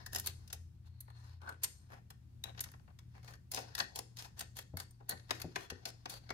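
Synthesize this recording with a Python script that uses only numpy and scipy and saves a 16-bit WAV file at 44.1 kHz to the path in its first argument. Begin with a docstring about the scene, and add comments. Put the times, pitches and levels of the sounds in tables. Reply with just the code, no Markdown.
"""Fingers rustle and small steel spacers and nuts click as they are picked up and spun onto studs.
Each contact is a short crack that rings the parts; threads stick and slip; knuckles thump the bench.
A small workshop room answers, over mains hum, a slower motor's drone and low rumble."""
import sys
import numpy as np
from scipy import signal
from scipy.fft import rfft, irfft, next_fast_len
from scipy.io import wavfile
from scipy.ndimage import uniform_filter1d

SR = 44100
rng = np.random.default_rng(int(sys.argv[2]) if len(sys.argv) > 2 else 0)


def store_wav(level_fs):
    """Save 16-bit WAV to argv[1]."""
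    pcm = np.round(np.clip(np.atleast_2d(level_fs), -1, 1) * 32767)
    wavfile.write(sys.argv[1], SR, pcm.T.astype(np.int16))


N = 279153
TIME_S = np.arange(N) / SR


def undb(db):
    """Decibels to gain."""
    return 10 ** (np.asarray(db) / 20)


def unit(x):
    """Scale to rms 1."""
    return x / np.sqrt(np.mean(x ** 2))


def pan(left_over_right_db):
    """Stereo gain column."""
    return undb([[left_over_right_db / 2], [-left_over_right_db / 2]])


def contour(table):
    """Gain over time from (time_s, level_db) points."""
    return undb(np.interp(TIME_S, *np.transpose(table)))


def on_log(hz, table):
    """Interpolate (freq_hz, value) points on a log axis."""
    at_hz, value = np.transpose(table)
    return np.interp(np.log(np.maximum(hz, 1)), np.log(np.maximum(at_hz, 1)), value)


def noise(table):
    """Noise coloured by (freq_hz, density_db) points."""
    size = next_fast_len(N)
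    colour = undb(on_log(np.fft.rfftfreq(size, 1 / SR), table))
    return irfft(rfft(rng.standard_normal(size)) * colour, size)[:N]


def band(x, lo_hz, hi_hz, order=2):
    """Butterworth band-pass."""
    sos = signal.butter(order, [lo_hz, min(hi_hz, .45 * SR)], "band", fs=SR, output="sos")
    return signal.sosfilt(sos, x)


def walk(rate_hz):
    """Random steps, smoothed twice; spread near 1."""
    hold = int(SR / rate_hz)
    steps = np.repeat(rng.standard_normal(N // hold + 1), hold)
    return 1.4 * uniform_filter1d(uniform_filter1d(steps, hold), hold)[:N]


def ring(x, modes, wander_db=0.):
    """Damped modes driven by x; each drive wanders as the grip changes."""
    out = 0
    for hz, db, t60_s in modes:
        radius, angle = np.exp(-np.log(1000) / (t60_s * SR)), 2 * np.pi * hz / SR
        drive = x * undb(db + wander_db * walk(rate_hz=11))
        out = out + signal.lfilter([0, np.sin(angle)], [1, -2 * radius * np.cos(angle), radius ** 2], drive)
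    return out


def blows(starts_s, levels_db, lengths_s):
    """Contact envelopes: fast swell, exponential decay."""
    out = np.zeros(N)
    for start_s, level_db, length_s in zip(starts_s, levels_db, lengths_s):
        i = int(max(start_s - .001, 0) * SR)
        t = np.arange(int(9 * length_s * SR)) / SR
        shape = (1 - np.exp(-t / (0.59 * length_s))) ** 3 * np.exp(-t / length_s)
        out[i:i + len(t)] += undb(level_db) * shape[:N - i] / shape.max()
    return out


# motor swell: time_s, level_db
DRONE_LEVEL = [(0.0, -58), (.35, -54.5), (.7, -55), (1.25, -52.5), (1.62, -53), (1.97, -67.5), (2.54, -57),
               (2.89, -57.5), (3.33, -58), (4.28, -68.5), (4.8, -62), (5.1, -73), (5.5, -56.5), (6.33, -87)]
# room air spectrum: freq_hz, density_db
AIR_SPECTRUM = [(12, -76), (20, -49), (30, -20), (49, -15.5), (67, -8), (86, -13.5), (131, -13.5),
                (147, -16.5), (165, -18.5), (281, -31), (361, -35.5), (416, -44), (506, -47.5),
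                (15200, -61.5), (16500, -81)]
def shop_hum(mains_hz=118, mains_db=-58, motor_hz=84.6, air_db=-73):
    """Mains hum, a wavering motor drone and room air whose bass is alike on both sides."""
    mains = undb(mains_db + 2.6 * walk(7)) * np.sin(2 * np.pi * mains_hz * TIME_S + .3 * walk(5))
    motor_gain = contour(DRONE_LEVEL) * undb(2.4 * walk(7.1))
    motor = motor_gain * np.sin(2 * np.pi * motor_hz * TIME_S + 0.56 * walk(7.5))
    mid, side = noise(AIR_SPECTRUM), noise(AIR_SPECTRUM)
    side = .36 * side + .75 * band(side, 250, 18000)
    air_gain = undb(air_db + 1.6 * walk(3)) / np.std(band(mid, 229, 16000))
    air = air_gain * np.array([mid + side, mid - side])
    return (mains + motor + air) * pan(2.8)


# steel contact spectrum: freq_hz, density_db
GRIT_SPECTRUM = [(120, -44.5), (200, -9.5), (485, -15.5), (784, -6), (1320, -3.5), (1520, 4.5),
                 (2600, -0.5), (3020, -8.5), (4530, -0.5), (5060, 1.5), (9310, -9), (12100, -6.5),
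                 (13200, -10.5), (15300, -6), (16500, -33)]
def contact_grit(edges_hz=(480, 1100, 2800, 6200, 10000, 16500)):
    """Contact noise in five bands; bench reflections give each side some of its own."""
    grit = noise(GRIT_SPECTRUM) + 1.42 * np.array([noise(GRIT_SPECTRUM), noise(GRIT_SPECTRUM)])
    body, *upper = (unit(band(grit, lo, hi, order=4)) for lo, hi in zip(edges_hz, edges_hz[1:]))
    housing_thud = 0.26 * unit(band(grit, 150, 470))
    return [body + housing_thud, *upper]


# finger friction: time_s, level_db
RUB_LEVEL = [(0, -61), (.17, -92), (.44, -78), (.63, -99.5), (.92, -91), (1.2, -81.5), (1.32, -77.5),
             (1.44, -106), (1.66, -79), (2.13, -97.5), (2.48, -90), (2.61, -80.5), (2.84, -100),
             (3.21, -85), (3.52, -107), (3.62, -64), (4.12, -85.5), (4.85, -91), (5.13, -88.5),
             (5.4, -74.5), (5.75, -74), (6.17, -85.5), (6.33, -72)]
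def finger_rub(grit):
    """Fingers rub the parts throughout: a fluttering rustle."""
    body, knock, middle, treble, fizz = grit
    rustle = middle + undb(-4.5) * (body + knock) + undb(-17) * (treble + fizz)
    flutter = undb(1.7 * walk(130) + 0.78 * walk(21))
    return contour(RUB_LEVEL) * rustle * flutter


# steel contacts: time_s, level_db, weight_db, brightness_db, length_s
CONTACTS = [(0.0615, -41, -21, -5.5, 0.0049), (0.133, -41.5, -16.5, -1, 0.0016),
            (0.1496, -31.5, -34, -3.5, 0.0015), (0.161, -33, -23, -3, 0.0022),
            (0.1847, -42, -39, -2.5, 0.0032), (0.1982, -39.5, -43, 1.5, 0.0026),
            (0.262, -44.5, -12, 3, 0.0032), (0.2713, -32, -25, -1, 0.003), (0.4773, -51, -31, -6, 0.0035),
            (0.5008, -46, -20.5, -15, 0.0053), (0.5284, -37, -21, -3, 0.0036),
            (0.847, -77.5, -1, -25, 0.0029), (1.0056, -57.5, -31, 6, 0.0045),
            (1.0793, -74.5, 11, -9, 0.0038), (1.1023, -66, 1, -3.5, 0.0029),
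            (1.4166, -58, -10, -11, 0.0031), (1.471, -62, 1, -22, 0.0082), (1.491, -50, -8.5, -4.5, 0.0042),
            (1.6335, -35, -19, 0, 0.0067), (1.6444, -32.5, -37, -8.5, 0.003),
            (2.1035, -49.5, -15.5, -4, 0.0044), (2.4399, -33, -25.5, -6.5, 0.0021),
            (2.549, -60, -3, -33, 0.0026), (2.577, -45.5, -16, -32, 0.0045),
            (2.594, -34.5, -25.5, -26, 0.0021), (2.606, -36.5, -28.5, -0.5, 0.0043),
            (2.639, -39, -28, -5.5, 0.004), (2.659, -60.5, 0, -19, 0.0046),
            (2.689, -49.5, -17, -21, 0.0019), (2.7175, -56.5, -11, -2, 0.0024),
            (2.7374, -58.5, -1.5, -28, 0.0042), (2.797, -66.5, -2, -28, 0.0025),
            (2.875, -73.5, 10.5, -21, 0.007), (2.901, -74, 3, -25, 0.0046),
            (2.9893, -51, -19, -8.5, 0.0033), (3.2304, -62, -10, -8, 0.0034),
            (3.277, -50, -11, -12, 0.0058), (3.3366, -51, -19, -9.5, 0.0043), (3.5168, -40, -24, 0, 0.0037),
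            (3.5377, -38.5, -15.5, -6, 0.0022), (3.5474, -31, -23, -5, 0.0017),
            (3.5716, -35, -9.5, -37, 0.0054), (3.7516, -31, -32, -7.5, 0.0028),
            (3.7803, -32.5, -24, -10, 0.003), (3.7892, -34.5, -18, -5, 0.0034),
            (3.8003, -24.5, -18, -17, 0.0045), (3.9589, -35, -42, -5, 0.0027),
            (3.991, -31.5, -15.5, -5, 0.0018), (4.1706, -41.5, -39, -7.5, 0.0025),
            (4.1852, -41, -32, -12.5, 0.0086), (4.2444, -51, -15, -14, 0.006),
            (4.3934, -40, -43, -2, 0.0032), (4.4081, -35.5, -16.5, -6.5, 0.0037),
            (4.568, -49, -23, -1, 0.0032), (4.5892, -43, -12, -4, 0.0026),
            (4.7713, -38.5, -13.5, -2.5, 0.0026), (4.8012, -39.5, -18, -5.5, 0.0028),
            (4.909, -65, -22, 1, 0.0029), (5.003, -78.5, 17.5, -6, 0.0056), (5.0931, -40, -25, 4.5, 0.0036),
            (5.116, -49.5, -4, -15, 0.0073), (5.175, -54, -23, -16, 0.003),
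            (5.1975, -51.5, -20, -17, 0.0027), (5.294, -50, -4, -32, 0.0034),
            (5.3085, -24, -8.5, -11, 0.0028), (5.3986, -50.5, -7, -5, 0.0053),
            (5.4173, -37, -20, -6, 0.0036), (5.559, -30, -8, -12.5, 0.0036),
            (5.7012, -34, -21, -10.5, 0.0043), (5.8542, -30.5, -20.5, -11, 0.0043),
            (6.0575, -34.5, -7, -15.5, 0.0027), (6.096, -42, -39, -4, 0.0055),
            (6.2927, -45, -13, -19, 0.0023), (6.3044, -35, -6, -13.5, 0.0031)]
def steel_clicks(grit):
    """Steel strikes steel in short cracks; the heavier body answers later and longer."""
    body, knock, middle, treble, fizz = grit
    time_s, level_db, weight_db, brightness_db, length_s = np.transpose(CONTACTS)
    start_s = time_s - 0.0008
    return (body * blows(start_s + 0.001, level_db + weight_db - 6, 1.56 * length_s)
            + knock * blows(start_s, level_db + 0.58 * weight_db - 4, length_s)
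            + middle * blows(start_s, level_db - 9.5, 0.87 * length_s)
            + treble * blows(start_s, level_db + brightness_db - 6.5, 0.93 * length_s)
            + fizz * blows(start_s, level_db + 1.79 * brightness_db + 1.5, 0.78 * length_s))


# stud and housing modes: pitch_hz, level_db, t60_s
STUD_MODES = [(760, 2, 0.009), (1041, -10.5, 0.0076), (1530, -9, 0.01), (1878, -8.5, 0.016),
              (2200, -11, 0.013), (3430, -12, 0.015), (3850, -6, 0.013), (4590, -2, 0.01),
              (11700, -5, 0.013), (13060, -8, 0.008), (14770, -14, 0.007)]
def stud_ring(contact):
    """Contacts ring the studs and housing."""
    return ring(contact * undb(-27.5), STUD_MODES, wander_db=6.5)


# spacer modes: pitch_hz, level_db, t60_s
SPACER_MODES = [(4300, 0, .01), (5400, 0, .007), (7500, -3, .009), (8750, 1, .022)]
# spacer looseness: time_s, drive_db
SPACER_DRIVE = [(0, -37), (.6, -36.5), (1.0, -24), (1.35, -24.5), (1.7, -31.5), (2.0, -38), (5.8, -34.5)]
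def spacer_ring(contact):
    """The spacer rings louder while loose, softer under the fingers and then the nut."""
    return ring(contact * contour(SPACER_DRIVE), SPACER_MODES, wander_db=6)


# nut turns and drags over the bench: start_s, length_s, level_db, body_offset_db
STROKES = [(0.118, 0.1, -48.5, -7.5), (0.237, 0.083, -50.5, -9), (0.529, 0.028, -53.5, -11.5),
           (0.852, 0.039, -74, -5.5), (1.134, 0.27, -75.5, -3), (1.398, 0.17, -73, 9),
           (1.617, 0.035, -59, -3.5), (1.887, 0.12, -73, 10), (2.437, 0.084, -67, 4),
           (2.558, 0.048, -71.5, 2.5), (3.138, 0.077, -77, 11), (3.226, 0.15, -66, -1),
           (3.508, 0.13, -49, -10), (3.759, 0.092, -49.5, -7), (3.948, 0.07, -51.5, -8.5),
           (4.159, 0.14, -55.5, -7), (4.363, 0.09, -59, -6), (4.552, 0.08, -50.5, -12.5),
           (4.772, 0.077, -58, -8), (5.082, 0.052, -49, -6.5), (5.279, 0.14, -62.5, -5),
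           (5.549, 0.13, -57.5, -2), (5.863, 0.049, -52, -8.5), (6.084, 0.11, -51.5, -6.5)]
def thread_scrapes(grit, jerk_rate_hz=110, jerk_decay_s=0.00065):
    """Turning nuts and dragged parts stick and slip; each small jerk is a tick."""
    body, knock, middle, treble, fizz = grit
    low_gain, high_gain = np.zeros((2, N))
    for start_s, length_s, level_db, body_offset_db in STROKES:
        rise = np.clip((TIME_S - start_s) / (0.52 * length_s), 0, 1)
        fall = np.clip((start_s + length_s - TIME_S) / (0.88 * length_s), 0, 1)
        low_gain += undb(level_db + body_offset_db) * rise * fall
        high_gain += undb(level_db) * rise * fall
    jerks = (rng.random(N) < jerk_rate_hz / SR) * rng.exponential(1.5, N)
    ticks = signal.lfilter([1], [1, -np.exp(-1 / (jerk_decay_s * SR))], jerks)
    low = low_gain * (body + 0.9 * knock)
    high = high_gain * (middle + undb(-4.5) * (treble + fizz))
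    return (low + high) * (0.95 + ticks) * undb(2 * walk(60))


# knocks on the bench: start_s, level_db
KNOCKS = [(3.569, -60), (3.812, -53.5), (4.735, -44.5), (5.128, -52), (5.306, -78), (5.44, -39),
          (5.56, -52), (5.713, -43.5), (6.057, -62.5)]
# bench top modes: pitch_hz, level_db, t60_s
BENCH_MODES = [(89.8, 9.5, 0.23), (120, 2, 0.051), (168, 12, 0.032), (252, -5.5, 0.1), (365, 11, 0.022),
               (606, -2, 0.025)]
def bench_thumps(contact_s=.007):
    """Knuckles and the heavy part ring the bench top, which radiates no deep bass."""
    start_s, level_db = np.transpose(KNOCKS)
    push = blows(start_s, level_db, np.full(len(start_s), contact_s)) * pan(5)
    roughness = 0.25 + 4 * band(rng.standard_normal(N), 77, 1400)
    return undb(-43.5) * band(ring(push * roughness, BENCH_MODES), 81, 3000)


# reverberation bands: freq_hz, t60_s, level_db
ROOM_BANDS = [(287.5, 0.32, -21.5), (870, 0.26, -33.5), (1890, 0.23, -18.5), (5350, 0.41, -20.5),
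              (10000, 0.12, -19.5)]
def room(x, build_s=0.0039):
    """Small-room reflections as decaying noise bands, partly shared by the two sides."""
    t = np.arange(int(.5 * SR)) / SR
    tails = np.zeros((3, len(t)))
    for tail in tails:
        for hz, t60_s, db in ROOM_BANDS:
            wash = unit(band(rng.standard_normal(len(t)), hz / 1.37, hz * 1.746))
            tail += undb(db - 60 * t / t60_s) * wash / np.sqrt(t60_s * SR / 14)
    shared, own = tails[0], tails[1:]
    response = (1 - np.exp(-t / build_s)) * (shared + 0.81 * own)
    return signal.fftconvolve(x, response, axes=1)[:, :N]


# phase between ports: freq_hz, left_lead_rad
PORT_LEAD = [(0, -3), (690, 2.5), (1210, 4), (1890, 2.5), (3620, 1.5), (4910, 12), (5770, 8.5), (7750, 26),
             (8270, 24), (9220, 14), (10300, 11), (11700, 14.5), (15100, 8), (16200, 24.5)]
# balance between ports: freq_hz, left_tilt_db
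PORT_TILT = [(60, -24), (110, 16.5), (200, -6.5), (380, 11.5), (700, 3.5), (1290, 5), (2380, 2),
             (4400, 7.5), (8120, -1.5), (15000, -2.5)]
def microphone_ports(x, tilt_offset_db=-3):
    """Two ports hear near sounds, each with its own phase and colour."""
    size = next_fast_len(N + 4096)
    hz = np.fft.rfftfreq(size, 1 / SR)
    lead_rad = np.interp(hz, *np.transpose(PORT_LEAD))
    tilt_db = on_log(hz, PORT_TILT) + tilt_offset_db
    left = undb(tilt_db / 2) * np.exp(.5j * lead_rad)
    return irfft(rfft(x, size) * np.array([left, 1 / left]), size)[:, :N]


def scene():
    """Hands work steel left of centre, heard through the ports; thumps and hum bypass them."""
    grit = contact_grit()
    friction = finger_rub(grit) + thread_scrapes(grit)
    contact = friction * pan(3.6) + steel_clicks(grit) * pan(4.5)
    steel = contact + stud_ring(contact) + spacer_ring(contact)
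    thumps = bench_thumps()
    return shop_hum() + microphone_ports(steel + room(steel)) + thumps + room(thumps)


def record(dry):
    """Steep low-pass on the top treble."""
    cutoff_hz = 16300
    return signal.sosfilt(signal.ellip(8, .2, 70, cutoff_hz, fs=SR, output="sos"), dry)


dry = scene()
out = record(dry)
store_wav(out)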